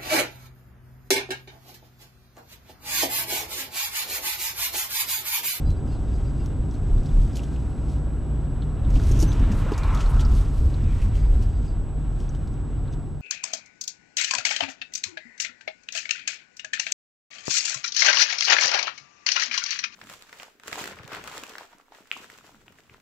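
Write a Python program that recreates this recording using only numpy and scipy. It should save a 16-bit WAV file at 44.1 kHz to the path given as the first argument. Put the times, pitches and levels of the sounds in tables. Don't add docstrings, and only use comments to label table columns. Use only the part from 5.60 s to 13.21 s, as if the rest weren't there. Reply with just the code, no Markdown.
import sys
import numpy as np
from scipy import signal
from scipy.fft import rfft, irfft, next_fast_len
from scipy.io import wavfile
from scipy.ndimage import uniform_filter1d

SR = 44100
rng = np.random.default_rng(int(sys.argv[2]) if len(sys.argv) > 2 else 0)


def elevation(decibels):
    levels = np.asarray(decibels, float)
    return 10 ** (levels / 20)


def wav_record(signal):
    frames = np.transpose(np.atleast_2d(signal))
    bounded = np.clip(frames, -1, 1)
    quanta = np.round(bounded * 32767).astype(np.int16)
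    wavfile.write(sys.argv[1], SR, quanta)


N = 335601

# t/s, firing rate f/Hz, level/dB
ENGINE_RUN = [(0, 57.5, -33), (.5, 58, -28), (1.0, 58, -29), (1.4, 57.5, -36), (1.8, 58, -28),
              (2.3, 57.5, -27), (3.2, 57, -28), (3.6, 56, -25), (4.1, 52, -36), (5.5, 49, -27),
              (6.2, 47.5, -29), (7.61, 45.5, -32)]

# t/s, level/dB
ROUGHNESS = [(0, -2.5), (0.7, -0.5), (1.2, -8), (1.8, -7.5), (2.2, -2), (3.1, -4), (4.05, 1), (4.3, -7),
             (5.0, 3), (5.7, 7), (6.05, 1), (6.7, -1.5), (7.25, -1), (7.61, -11)]
# t/s, body boom level/dB, floor-pan rumble level/dB, length/s
ROAD_BUMPS = [(0.077, -16, -23.5, 0.1), (0.7, -47, -27, 0.21), (1.004, -19, -24.5, 0.05),
              (1.26, -26, -30, 0.21), (1.353, -17, -24, 0.11), (1.582, -13, -21.5, 0.12),
              (3.12, -33.5, -45, 0.84), (3.273, -16.5, -24.5, 0.075), (3.351, -11.5, -20, 0.071),
              (3.526, -18, -19, 0.14), (3.556, -15, -20, 0.28), (3.829, -13, -21.5, 0.092),
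              (3.924, -18, -37, 0.11), (4.26, -18, -51, 0.24), (4.353, -42, -24, 0.034),
              (4.464, -14, -37, 0.071), (4.562, -16, -19.5, 0.092), (4.7, -14, -23, 0.24),
              (4.995, -14.5, -41, 0.043), (5.055, -10.5, -34, 0.071), (5.155, -38, -30, .1),
              (5.236, -16, -24, 0.12), (5.474, -37, -21, 0.092), (5.736, -14.5, -32, 0.13),
              (5.818, -39, -24, 0.12), (3.904, -36, -23.5, 0.27), (7.233, -41, -30.5, 0.11),
              (7.532, -34, -36, .08)]
# f/Hz, level/dB per Hz
BOOM_COLOUR = [(8, -34), (14, -4.5), (24, -16), (34, -1.5), (43, 1.5), (55, -2), (72, -6.5), (90, -10.5),
               (120, -27), (200, -120)]
# f/Hz, level/dB per Hz
PAN_COLOUR = [(35, -62), (60, -4.5), (78, 0.5), (100, 2.5), (125, -3), (150, -7.5), (175, -37), (200, -11),
              (260, -24), (440, -120)]
# f/Hz, level/dB per Hz
TYRE_COLOUR = [(88, -20.5), (150, 0), (177, -8.5), (276, -6.5), (350, -13), (397, -14.5), (487, -20),
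               (552, -20.5), (800, -29), (1040, -66), (1760, -120)]
# f/Hz, level/dB per Hz
CAVITY_COLOUR = [(110, -27.5), (141, -15), (149, -0.5), (155, -15.5), (185, -37)]
BOOM_DB, PAN_DB, TYRE_DB, CAVITY_DB = -27, -33, -35.5, -39.5
PAN_FOLLOWS = 0.11
TYRE_JOLT_DB = -20
TYRE_SPEED_POWER, AIR_SPEED_POWER = 1.25, 0.63
BUMP_RISE = 0.65
BODY_HZ, BODY_DB = 34.1, -4
BOOM_LIMIT = 0.4

# t/s, tyre hiss level/dB, snow spray level/dB, length/s
PASSING_CARS = [
    (3.395, -50.5, -61, 0.99),
    (3.746, -46, -47, 0.77),
    (4.114, -40.5, -52.5, 0.85),
    (4.315, -38, -50, 0.45),
    (4.552, -44, -76, 0.65),
    (5.382, -53.5, -57.5, 0.8),
]
# f/Hz, level/dB per Hz
AIR_COLOUR = [(350, 2.5), (600, -8.5), (724, 2), (878, -4), (970, 1), (1010, -6.5), (1110, -2.5),
              (1180, -7.5), (1360, -5), (1440, -8), (1670, -11.5), (1720, -20), (1900, -19.5), (2470, -26),
              (4180, -120)]
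# f/Hz, level/dB per Hz
PASSING_COLOUR = [(440, -7), (750, -7), (832, -3.5), (1120, -2), (1220, -5.5), (1330, -3), (1640, -13.5),
                  (2350, -26.5), (2600, -26), (2820, -23), (3200, -40), (4160, -50), (7040, -120)]
# f/Hz, level/dB per Hz
SPRAY_COLOUR = [(940, -23), (1600, 2), (2170, -4), (2820, -2), (3130, -5), (4000, -7), (5200, -44),
                (8800, -120)]
AIR_DB, TRAFFIC_DB, SPRAY_DB = -50, -74, -68
PASS_RISE = 0.74
SPRAY_STIR_DB, SPRAY_FOLLOWS = -63, 0.35
SWISH_LOW_HZ, SWISH_HIGH_HZ, SWISH_DB = 1800, 2400, -2.5

# t/s, level/dB
UPPER_WHINE_LEVEL = [(0, -3), (3.3, -2), (3.36, -57), (6.15, -58), (6.25, -5.5), (7.61, -8)]
WHINE_HZ, UPPER_WHINE_HZ, FLIP_HZ = 7867.15, 10021.5, 30.035
WHINE_DB, UPPER_WHINE_DB = -63.5, -73.5
# f/Hz, level/dB per Hz
HISS_COLOUR = [(1940, -40), (3300, -15.5), (7150, -18), (8060, -4.5), (8480, -23), (10300, -16),
               (15000, -67)]
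HISS_DB = -73

# t/s, level/dB
STIRRING = [(0, -72), (0.6, -66.5), (1.05, -68.5), (1.3, -66), (1.62, -59.5), (1.82, -62), (2.42, -71),
            (3.22, -70), (3.3, -64), (3.56, -52), (3.88, -60.5), (4.42, -55), (4.7, -61), (5.8, -63.5),
            (6.3, -73), (6.72, -66.5), (7.05, -72.5), (7.61, -70.5)]
# t/s, rustle level/dB, bright part level/dB, length/s
SHAKES = [(0.005, -61, -19, 0.086), (0.106, -57, -12, .05), (0.327, -63, -18, .2), (0.543, -63, -23, 0.21),
          (0.85, -65, -14, 0.16), (1.13, -66, -14, .15), (1.462, -62, -24, .03), (1.575, -73, -7, .1),
          (1.771, -47, -10, 0.037), (2.106, -72, -7, 0.053), (2.316, -58, -16, 0.16),
          (3.36, -49.5, -18, 0.062), (3.485, -50.5, -10, 0.17), (3.618, -48.5, -3, 0.077),
          (3.982, -54.5, -8, 0.13), (4.188, -62, -9, .06), (4.411, -45, -30, 0.067), (4.507, -60, 0, 0.043),
          (4.612, -40.5, -24, 0.028), (4.772, -51.5, -11.5, 0.2), (4.983, -62.5, -7, 0.31),
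          (5.34, -60, -13, 0.13), (5.43, -57, -16, .12), (5.568, -55, -21, 0.065), (5.827, -58, -14, 0.063),
          (6.06, -63, -21, 0.14), (6.617, -62, -16, .1), (6.94, -68, -16, .1), (7.332, -59.5, -22, 0.03)]
# f/Hz, level/dB per Hz
CLOTH_COLOUR = [(1880, -6.5), (3200, -4), (5420, -5.5), (5930, -6), (7300, -8), (7990, -10), (10500, -21),
                (13600, -48), (22000, -120)]
# f/Hz, level/dB per Hz
SHEEN_COLOUR = [(5290, -17), (9000, -4.5), (10600, -8), (11900, -8.5), (14200, -15.5), (15500, -20)]
SHEEN_DB, SHAKE_RISE = -14.5, 0.94

# t/s, length/s, f/Hz, level/dB
SQUEAKS = [(0.046, 0.11, 4060, -61), (0.05, 0.049, 4800, -61), (0.147, 0.075, 4770, -72),
           (0.272, 0.04, 4800, -65), (0.298, 0.089, 4910, -67), (0.305, 0.06, 4320, -64),
           (0.353, .03, 4050, -65), (0.293, .06, 2740, -65), (.47, 0.034, 3630, -69),
           (0.465, 0.05, 4870, -70), (.515, 0.063, 4900, -66.5), (0.79, 0.052, 2740, -65),
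           (0.632, 0.083, 4780, -66), (0.76, 0.086, 4870, -68), (3.665, 0.056, 6130, -49.5),
           (3.668, .024, 12280, -63), (3.92, 0.08, 11994, -78), (4.016, .1, 11994, -74),
           (4.12, .05, 11994, -76), (5.56, .16, 4800, -68), (5.82, .05, 4820, -68), (5.89, 0.14, 4700, -73),
           (6.028, 0.14, 4770, -70)]
JINGLE_HZ = [2740, 3680, 4220, 5600, 6200, 6760]
JINGLE_DB = -13
CLEAN_DB = -60

# t/s, peak level/dB, f/Hz, high part level/dB, rattling tail level/dB
TRIM_TICKS = [(0.106, -53, 4060, 8, -12), (0.8606, -48, 3700, 7, -11), (1.1109, -49, 5660, -20, -1),
              (1.112, -54, 3900, -20, -2), (1.141, -52, 3880, -2, -2), (1.152, -51, 4000, -12, -3),
              (1.434, -53, 5500, 0, -12), (1.444, -52, 3600, -15, -4), (1.4596, -43, 4090, -6, -6),
              (1.466, -47, 5200, -20, -3), (1.4915, -46, 3490, -12, -4), (1.7325, -48, 5300, -25, -1),
              (3.0205, -57.5, 3500, -55, 16), (3.249, -47, 3460, -20, -4), (3.4371, -52, 3670, 8, -3),
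              (3.718, -37, 3670, -12, 0), (3.727, -45, 5430, -3, 2), (4.136, -34.5, 4240, -19, 1),
              (4.234, -38, 3930, -11, 0), (4.348, -44, 3530, 4, -0.5), (4.3735, -36, 3680, -10, -3),
              (4.43, -43, 6650, -12, -9), (4.461, -37.5, 4230, -15, -4), (4.535, -44, 4100, -10, -9),
              (4.607, -35, 4230, -3.5, -6.5), (4.65, -37.5, 5030, -20, -1), (5.1416, -44, 3970, -20, 5),
              (6.603, -47, 3300, -1, -9), (6.64, -55, 5200, -20, -6), (6.692, -46, 5950, -25, 1),
              (6.7491, -50.5, 3280, -6, -1), (6.8735, -52, 3830, -4, -3), (6.94, -56, 3500, 0, -7),
              (7.278, -50, 3700, -14, -3), (7.3256, -49, 5550, -15, 0), (7.337, -46, 3500, -7, -6)]
TRIM_HIGH_HZ, TRIM_T60_S = 5340, 0.055
# t/s, peak level/dB, f/Hz, high part level/dB, rattling tail level/dB
DASH_TICKS = [(0.2743, -52, 2950, -4, -4), (1.381, -47, 3600, -8, -9), (1.757, -39.5, 4320, 1, -6),
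              (1.77, -36.5, 2930, -0.5, -6), (1.7938, -36, 2740, -14, -7), (1.8345, -41.5, 3250, -5, -5),
              (1.962, -42, 2840, -12, -9), (3.3024, -51, 2750, -1, 2), (3.3593, -35.5, 2800, -12, -3.5),
              (3.5704, -54.5, 3100, 5, -8), (3.6254, -43, 2960, 9, 2.5), (3.398, -37.5, 1530, -12, -8),
              (3.399, -42, 3700, -6, -8), (3.7945, -45, 2740, -2, -5), (3.918, -43.5, 2660, -3, 0.5),
              (4.1195, -38, 2800, -4, -4), (4.179, -39.5, 2740, 4, -5), (4.4058, -33, 2840, -11, 0.5),
              (4.595, -35, 3150, -16, 0), (5.4171, -39.5, 2520, -15, -0.5), (5.5534, -43, 2900, -8, -2),
              (5.8247, -47, 2920, -3, -3)]
DASH_HIGH_HZ, DASH_T60_S = 5800, 0.071

# t/s, peak level/dB, f/Hz, time to fade 60 dB/s
KNOCKS = [(0.253, -19.5, 244, 0.044), (2.468, -31, 600, .02), (4.061, -25, 530, 0.046),
          (3.334, -25, 326, 0.059), (3.359, -19, 260, 0.054), (3.507, -21, 372, 0.046),
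          (3.3, -22.5, 200, 0.038), (3.57, -26, 376, .04), (3.626, -14, 316, 0.064),
          (3.63, -13.5, 159, 0.083), (3.63, -26.5, 600, 0.055), (4.04, -21, 215, 0.042),
          (3.747, -35, 218, 0.049), (3.824, -18.5, 254, 0.068), (3.901, -16.5, 199, 0.086),
          (3.93, -22.5, 247, 0.11), (4.117, -16, 419, 0.041), (4.118, -12, 288, 0.025),
          (4.12, -21, 890, 0.024), (4.752, -27, 230, .05), (5.147, -26, 205, 0.049),
          (5.669, -40, 294, 0.041)]

# t/s, peak level/dB
GRIT = [(0.6394, -57), (1.5374, -54), (2.1041, -54), (3.427, -51), (3.4699, -46), (3.7034, -53),
        (3.8371, -48), (3.9429, -51), (4.2417, -51), (4.4971, -42), (4.5325, -47), (4.6922, -54),
        (5.3231, -57), (5.4253, -53), (5.4403, -48), (5.4867, -53), (5.5455, -53), (5.57, -56),
        (5.595, -56), (5.6628, -58), (5.7187, -55), (5.7461, -50), (5.774, -51), (5.8329, -56),
        (5.845, -54), (5.861, -56)]
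GRIT_HZ, GRIT_HIGH_HZ, GRIT_HIGH_DB, GRIT_T60_S = 9400, 11000, -9, 0.022

# t/s, length/s, f/Hz, level/dB
JOINTS = [
    (1.275, .16, 32, -15),
    (1.5, .16, 34, -15),
]

# t/s, peak level/dB
CHATTER = [(3.342, -44), (3.514, -32), (3.518, -31), (3.521, -31), (3.537, -36), (3.547, -42), (3.562, -44),
           (3.572, -36), (3.592, -31), (3.6, -29), (3.603, -26), (3.608, -32), (3.6115, -32), (3.614, -34),
           (3.617, -34), (3.62, -26), (3.625, -39), (3.631, -34)]
CHATTER_HZ, CHATTER_HIGH_HZ, CHATTER_HIGH_DB, CHATTER_T60_S = 6000, 10800, -13, 0.025

# t/s, length/s, f/Hz, level/dB
TREAD = [
    (4.0, .14, 1260, -56),
    (4.141, 0.21, 2360, -50.5),
    (4.153, 0.18, 2770, -57),
    (4.22, 0.094, 1125, -42),
    (4.279, .09, 1003, -41.5),
    (4.301, .15, 1306, -40.5),
    (4.421, .14, 883, -47.5),
    (4.43, 0.35, 1314, -53),
    (4.737, 0.055, 1060, -50),
    (5.238, 0.13, 2420, -58),
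]
TREAD_WIDTH = 0.041

# t/s, length/s, difference level/dB
OVERLOADS = [(1.342, 0.045, -24), (1.551, 0.074, -3.5), (1.74, 0.031, -31), (3.33, 0.056, -10),
             (3.506, 0.12, -6.5), (3.806, 0.057, -7), (4.154, 0.033, -30), (4.672, 0.085, -12),
             (4.978, 0.025, -10), (5.04, 0.039, -3), (5.716, 0.056, -4.5)]
OFFSET = 0.0125
CUTOFF_HZ = 15900
FADE_FROM_S, FADE_DB = 7.41, -5


def rms_one(x):
    return x / np.sqrt(np.mean(x ** 2) + 1e-20)


def in_time(rows):
    s, *columns = np.transpose(rows)
    return [np.interp(np.arange(N) / SR, s, c) for c in columns]


def coloured(spectrum):
    hz, db = np.transpose(spectrum)
    size = next_fast_len(N)
    log_hz = np.log(np.maximum(np.arange(size // 2 + 1) * SR / size, 1))
    shape = elevation(np.interp(log_hz, np.log(hz), db, left=-90, right=-90))
    return rms_one(irfft(rfft(rng.standard_normal(size)) * shape, size)[:N])


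def drift(rate):
    r = np.exp(-80 * np.pi * rate / SR)
    slow = signal.lfilter([1], [1, -2 * r, r * r], rng.standard_normal(N // 40 + 2002))[2000:]
    return np.interp(np.arange(N) / 40, np.arange(len(slow)), rms_one(slow))


def evened(x, span_s, share):
    level = np.sqrt(uniform_filter1d(x ** 2, int(span_s * SR)) + 1e-3)
    return rms_one(x / level ** np.clip(share, 0, 1))


def band(x, low_hz, high_hz):
    y = signal.sosfilt(signal.butter(2, [low_hz, high_hz], "band", fs=SR, output="sos"), x)
    return y / np.abs(y).max()


def humps(times, peaks_db, lengths, rise, floor_db, sharp):
    t = np.arange(0, N / SR, 0.002)
    away = (t - times[:, None]) / np.maximum(lengths, 0.005)[:, None]
    away = np.where(away < 0, -away / max(rise, 0.05), away)
    power = np.sum(elevation(peaks_db[:, None] - 20 * away ** sharp) ** 2, axis=0)
    return 10 * np.log10(np.interp(np.arange(N) / SR, t, power) + elevation(floor_db) ** 2)


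def add(out, s, piece):
    i = int(s * SR)
    out[i:i + len(piece)] += piece[:N - i]


def speed_db():
    hz, _ = in_time(ENGINE_RUN)
    return 20 * np.log10(hz / hz[0])


def engine():
    hz, db = in_time(ENGINE_RUN)
    phase = 2 * np.pi * np.cumsum(hz) / SR
    level = np.sqrt(2) * elevation(db + drift(2.6))
    return level * np.sin(phase + 0.35 * drift(1.8))


def road():
    rough_db, = in_time(ROUGHNESS)
    s, boom_peak_db, pan_peak_db, length = np.transpose(ROAD_BUMPS)
    boom_db = humps(s, boom_peak_db, length, BUMP_RISE, BOOM_DB + rough_db, sharp=1.36)
    pan_db = humps(s, pan_peak_db, 1.82 * length, BUMP_RISE, PAN_DB + PAN_FOLLOWS * rough_db, sharp=0.99)

    skid = (s > PASSING_CARS[0][0] - 0.1) & (s < PASSING_CARS[2][0])
    jolt_db = np.maximum(boom_peak_db, pan_peak_db + 0.5) + TYRE_JOLT_DB + np.where(skid, 3.0, -2.5)
    rolling_db = TYRE_DB + TYRE_SPEED_POWER * speed_db()
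    tyre_db = humps(s, jolt_db, 1.8 * length, BUMP_RISE, rolling_db, sharp=1.31)

    body = np.sqrt(2) * np.sin(2 * np.pi * BODY_HZ * np.arange(N) / SR + 1.11 * drift(2.43))
    boom_noise = evened(coloured(BOOM_COLOUR), span_s=0.028, share=0.5)
    boom = elevation(boom_db - 1.0) * (boom_noise + elevation(BODY_DB) * body)
    pan = elevation(pan_db) * evened(coloured(PAN_COLOUR), span_s=0.03, share=0.2)
    drone = elevation(CAVITY_DB) * evened(coloured(CAVITY_COLOUR), span_s=0.06, share=0.7)
    return boom + pan + drone + elevation(tyre_db) * coloured(TYRE_COLOUR)


def air():
    slowing_db = AIR_SPEED_POWER * speed_db()
    s, hiss_db, spray_peak_db, length = np.transpose(PASSING_CARS)
    stirred_db = SPRAY_STIR_DB + SPRAY_FOLLOWS * (in_time(STIRRING)[0] + 65)
    own_db = 10 * np.log10(elevation(SPRAY_DB + slowing_db) ** 2 + elevation(stirred_db) ** 2)

    passing_db = humps(s, hiss_db, length, PASS_RISE, TRAFFIC_DB, sharp=1.0) + 0.99 * drift(40.0)
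    passing = elevation(passing_db) * coloured(PASSING_COLOUR)
    spray_db = humps(s, spray_peak_db, length, PASS_RISE, own_db, sharp=0.74) + 1.47 * drift(23)
    spray = elevation(spray_db) * coloured(SPRAY_COLOUR)

    swish_peak_db = spray_peak_db[2:] + SWISH_DB
    swish_db = humps(s[2:], swish_peak_db, 0.6 * length[2:], PASS_RISE, -94, sharp=2.9) + 2.6 * drift(17.0)
    hollow = rms_one(band(rng.standard_normal(N), SWISH_LOW_HZ, SWISH_HIGH_HZ))
    return elevation(AIR_DB + slowing_db) * coloured(AIR_COLOUR) + passing + spray + elevation(swish_db) * hollow


def whine():
    t = np.arange(N) / SR
    flip = np.sin(2 * np.pi * FLIP_HZ * t + 1.12)
    steady = rms_one(np.tanh(11.0 * flip) * np.sin(2 * np.pi * WHINE_HZ * t))
    bursts = rms_one(flip ** 5 * np.sin(2 * np.pi * UPPER_WHINE_HZ * t))
    upper_db = UPPER_WHINE_DB + in_time(UPPER_WHINE_LEVEL)[0]
    return elevation(WHINE_DB) * steady + elevation(upper_db) * bursts


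def hiss():
    return elevation(HISS_DB) * coloured(HISS_COLOUR)


def rustle():
    stir_db, = in_time(STIRRING)
    s, db, sheen_db, length = np.transpose(SHAKES)
    dull_db = humps(s, db, length, SHAKE_RISE, stir_db, sharp=0.9)
    bright_db = humps(s, db + sheen_db, 0.57 * length, SHAKE_RISE, stir_db + SHEEN_DB, sharp=2.0)
    flicker_db = 1.36 * drift(60.0)
    dull = elevation(dull_db + 1.5 + flicker_db) * coloured(CLOTH_COLOUR)
    bright = elevation(bright_db + 4.0 + 0.96 * flicker_db) * coloured(SHEEN_COLOUR)
    return dull + bright


def squeaks():
    out, shake, wobble = np.zeros(N), drift(40.0), drift(75.0)
    chances = rng.normal(0, 1, (len(SQUEAKS), len(JINGLE_HZ)))
    for (s, length, hz, db), chance in zip(SQUEAKS, chances):
        t = np.arange(int(length * SR)) / SR
        start = int(s * SR)
        local, turn = shake[start:][:len(t)], wobble[start:][:len(t)]
        rough = np.clip((CLEAN_DB - db) / 12, 0.25, 0.7) if hz < 5200 else 0.25
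        tone = elevation(5 * rough * local) * np.sin(2 * np.pi * hz * t + 4 * rough ** 2 * turn)
        jingle = np.sin(2 * np.pi * np.outer(JINGLE_HZ, t) + 0.4 * np.outer(chance, turn))
        others = elevation(JINGLE_DB + 4 * chance) @ jingle
        jingles_now = (4700 < hz < 4950) * (s < 1)
        along = rough * elevation(-3.0 * local) * others * jingles_now
        add(out, s, elevation(db + 5.0) * np.hanning(len(t)) ** 0.39 * (tone + along))
    return out


def ticks(rows, high_hz, t60):
    out, t = np.zeros(N), np.arange(2200) / SR
    bursts = rng.standard_normal((len(rows), 3, len(t))) * elevation(-60 * t / max(t60, 0.004))
    contact = 1.0 * (t == 0)
    for (s, db, low_hz, high_db, tail_db), burst in zip(rows, bursts):
        edges = [(low_hz * 0.9, low_hz * 1.118), (high_hz * 0.77, high_hz * 1.29), (2500, 14000)]
        low, high, crack = [band(contact, *e) + elevation(tail_db) * band(b, *e) for e, b in zip(edges, burst)]
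        add(out, s, elevation(db) * (low + elevation(high_db + 5.5) * (high + 0.44 * crack)))
    return out


def trim_ticks():
    return ticks(TRIM_TICKS, TRIM_HIGH_HZ, TRIM_T60_S)


def knocks():
    out, t = np.zeros(N), np.arange(6000) / SR
    for s, db, hz, t60 in KNOCKS:
        ring = np.sin(2 * np.pi * hz * t) + 0.12 * np.sin(2 * np.pi * 2.78 * hz * t)
        onset = np.minimum(t / 0.003, 1)
        add(out, s, elevation(db - 60 * t / max(t60, 0.01)) * ring * onset)
    return out


def dash_ticks():
    return ticks(DASH_TICKS, DASH_HIGH_HZ, DASH_T60_S)


def grit():
    rows = [(s, db, GRIT_HZ, GRIT_HIGH_DB, -8.0) for s, db in GRIT]
    return ticks(rows, GRIT_HIGH_HZ, GRIT_T60_S)


def joints():
    out = np.zeros(N)
    for s, length, hz, db in JOINTS:
        t = np.arange(int(length * SR)) / SR
        add(out, s, elevation(db + 3.5) * np.hanning(len(t)) * np.sin(2 * np.pi * hz * t))
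    return out


def chatter():
    rows = [(s, db, CHATTER_HZ, CHATTER_HIGH_DB, -8.0) for s, db in CHATTER]
    return ticks(rows, CHATTER_HIGH_HZ, CHATTER_T60_S)


def tread():
    out, noise = np.zeros(N), rng.standard_normal((len(TREAD), SR // 2))
    for (s, length, hz, db), white in zip(TREAD, noise):
        narrow = rms_one(band(white, hz * (1 - TREAD_WIDTH), hz * (1 + TREAD_WIDTH)))
        sung = evened(narrow, span_s=0.016, share=0.7)[-int(length * SR):]
        add(out, s, elevation(db) * np.hanning(len(sung)) ** 0.5 * sung)
    return out


def scene():
    deep = BOOM_LIMIT * np.tanh((road() + joints()) / BOOM_LIMIT)
    smooth = engine() + air() + tread() + whine() + hiss()
    loose = rustle() + squeaks() + trim_ticks() + knocks() + dash_ticks() + grit() + chatter()
    fade_db = np.interp(np.arange(N) / SR, [FADE_FROM_S, N / SR], [0, FADE_DB])
    mono = (deep + smooth + loose) * elevation(fade_db)
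    return np.array([mono, mono])


def thinned(x, from_hz, floor_db):
    hz, _, cells = signal.stft(x, SR, nperseg=1024)
    limit = elevation(floor_db + 2.0 * np.maximum(hz - from_hz, 0) / 1000)[:, None]
    keep = (np.abs(cells) > limit) | (hz < from_hz)[:, None]
    top_db = 10 * np.log10(np.mean(np.abs(cells[hz > from_hz]) ** 2, axis=0) + 1e-20)
    chance = np.repeat(rng.standard_normal(cells.shape[1] // 3 + 1), 3)[:cells.shape[1]]
    edge_hz = 15000 + 85 * (uniform_filter1d(top_db, 3) + 95) + 350 * chance
    top_hz = 650 * np.round(edge_hz / 650)
    return signal.istft(cells * keep * (hz[:, None] < top_hz), SR, nperseg=1024)[1][:N]


def top_cut(x):
    return signal.sosfilt(signal.butter(12, 15690, fs=SR, output="sos"), x)


def record(dry):
    mono = dry[0]
    limited = mono / (1 + (mono / 0.352) ** 12) ** (1 / 12)
    rounded = thinned(limited, from_hz=10500, floor_db=-114)
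    overload = np.zeros(N)
    for s, length, db in OVERLOADS:
        add(overload, s, elevation(db) * np.hanning(int(length * SR)) ** 0.5)
    upper = signal.sosfilt(signal.butter(2, 900, "high", fs=SR, output="sos"), rounded)
    hum = signal.sosfilt(signal.butter(3, 110, "low", fs=SR, output="sos"), rng.standard_normal(N))
    unlike = overload * drift(300.0) * (upper + 0.058 * rounded) + elevation(-72.0) * rms_one(hum) + OFFSET
    stereo = rounded + unlike * [[1], [-1]]
    mix = signal.sosfilt(signal.cheby2(12, 70, CUTOFF_HZ, fs=SR, output="sos"), stereo)
    return top_cut(mix)


dry = scene()
out = record(dry)
wav_record(out)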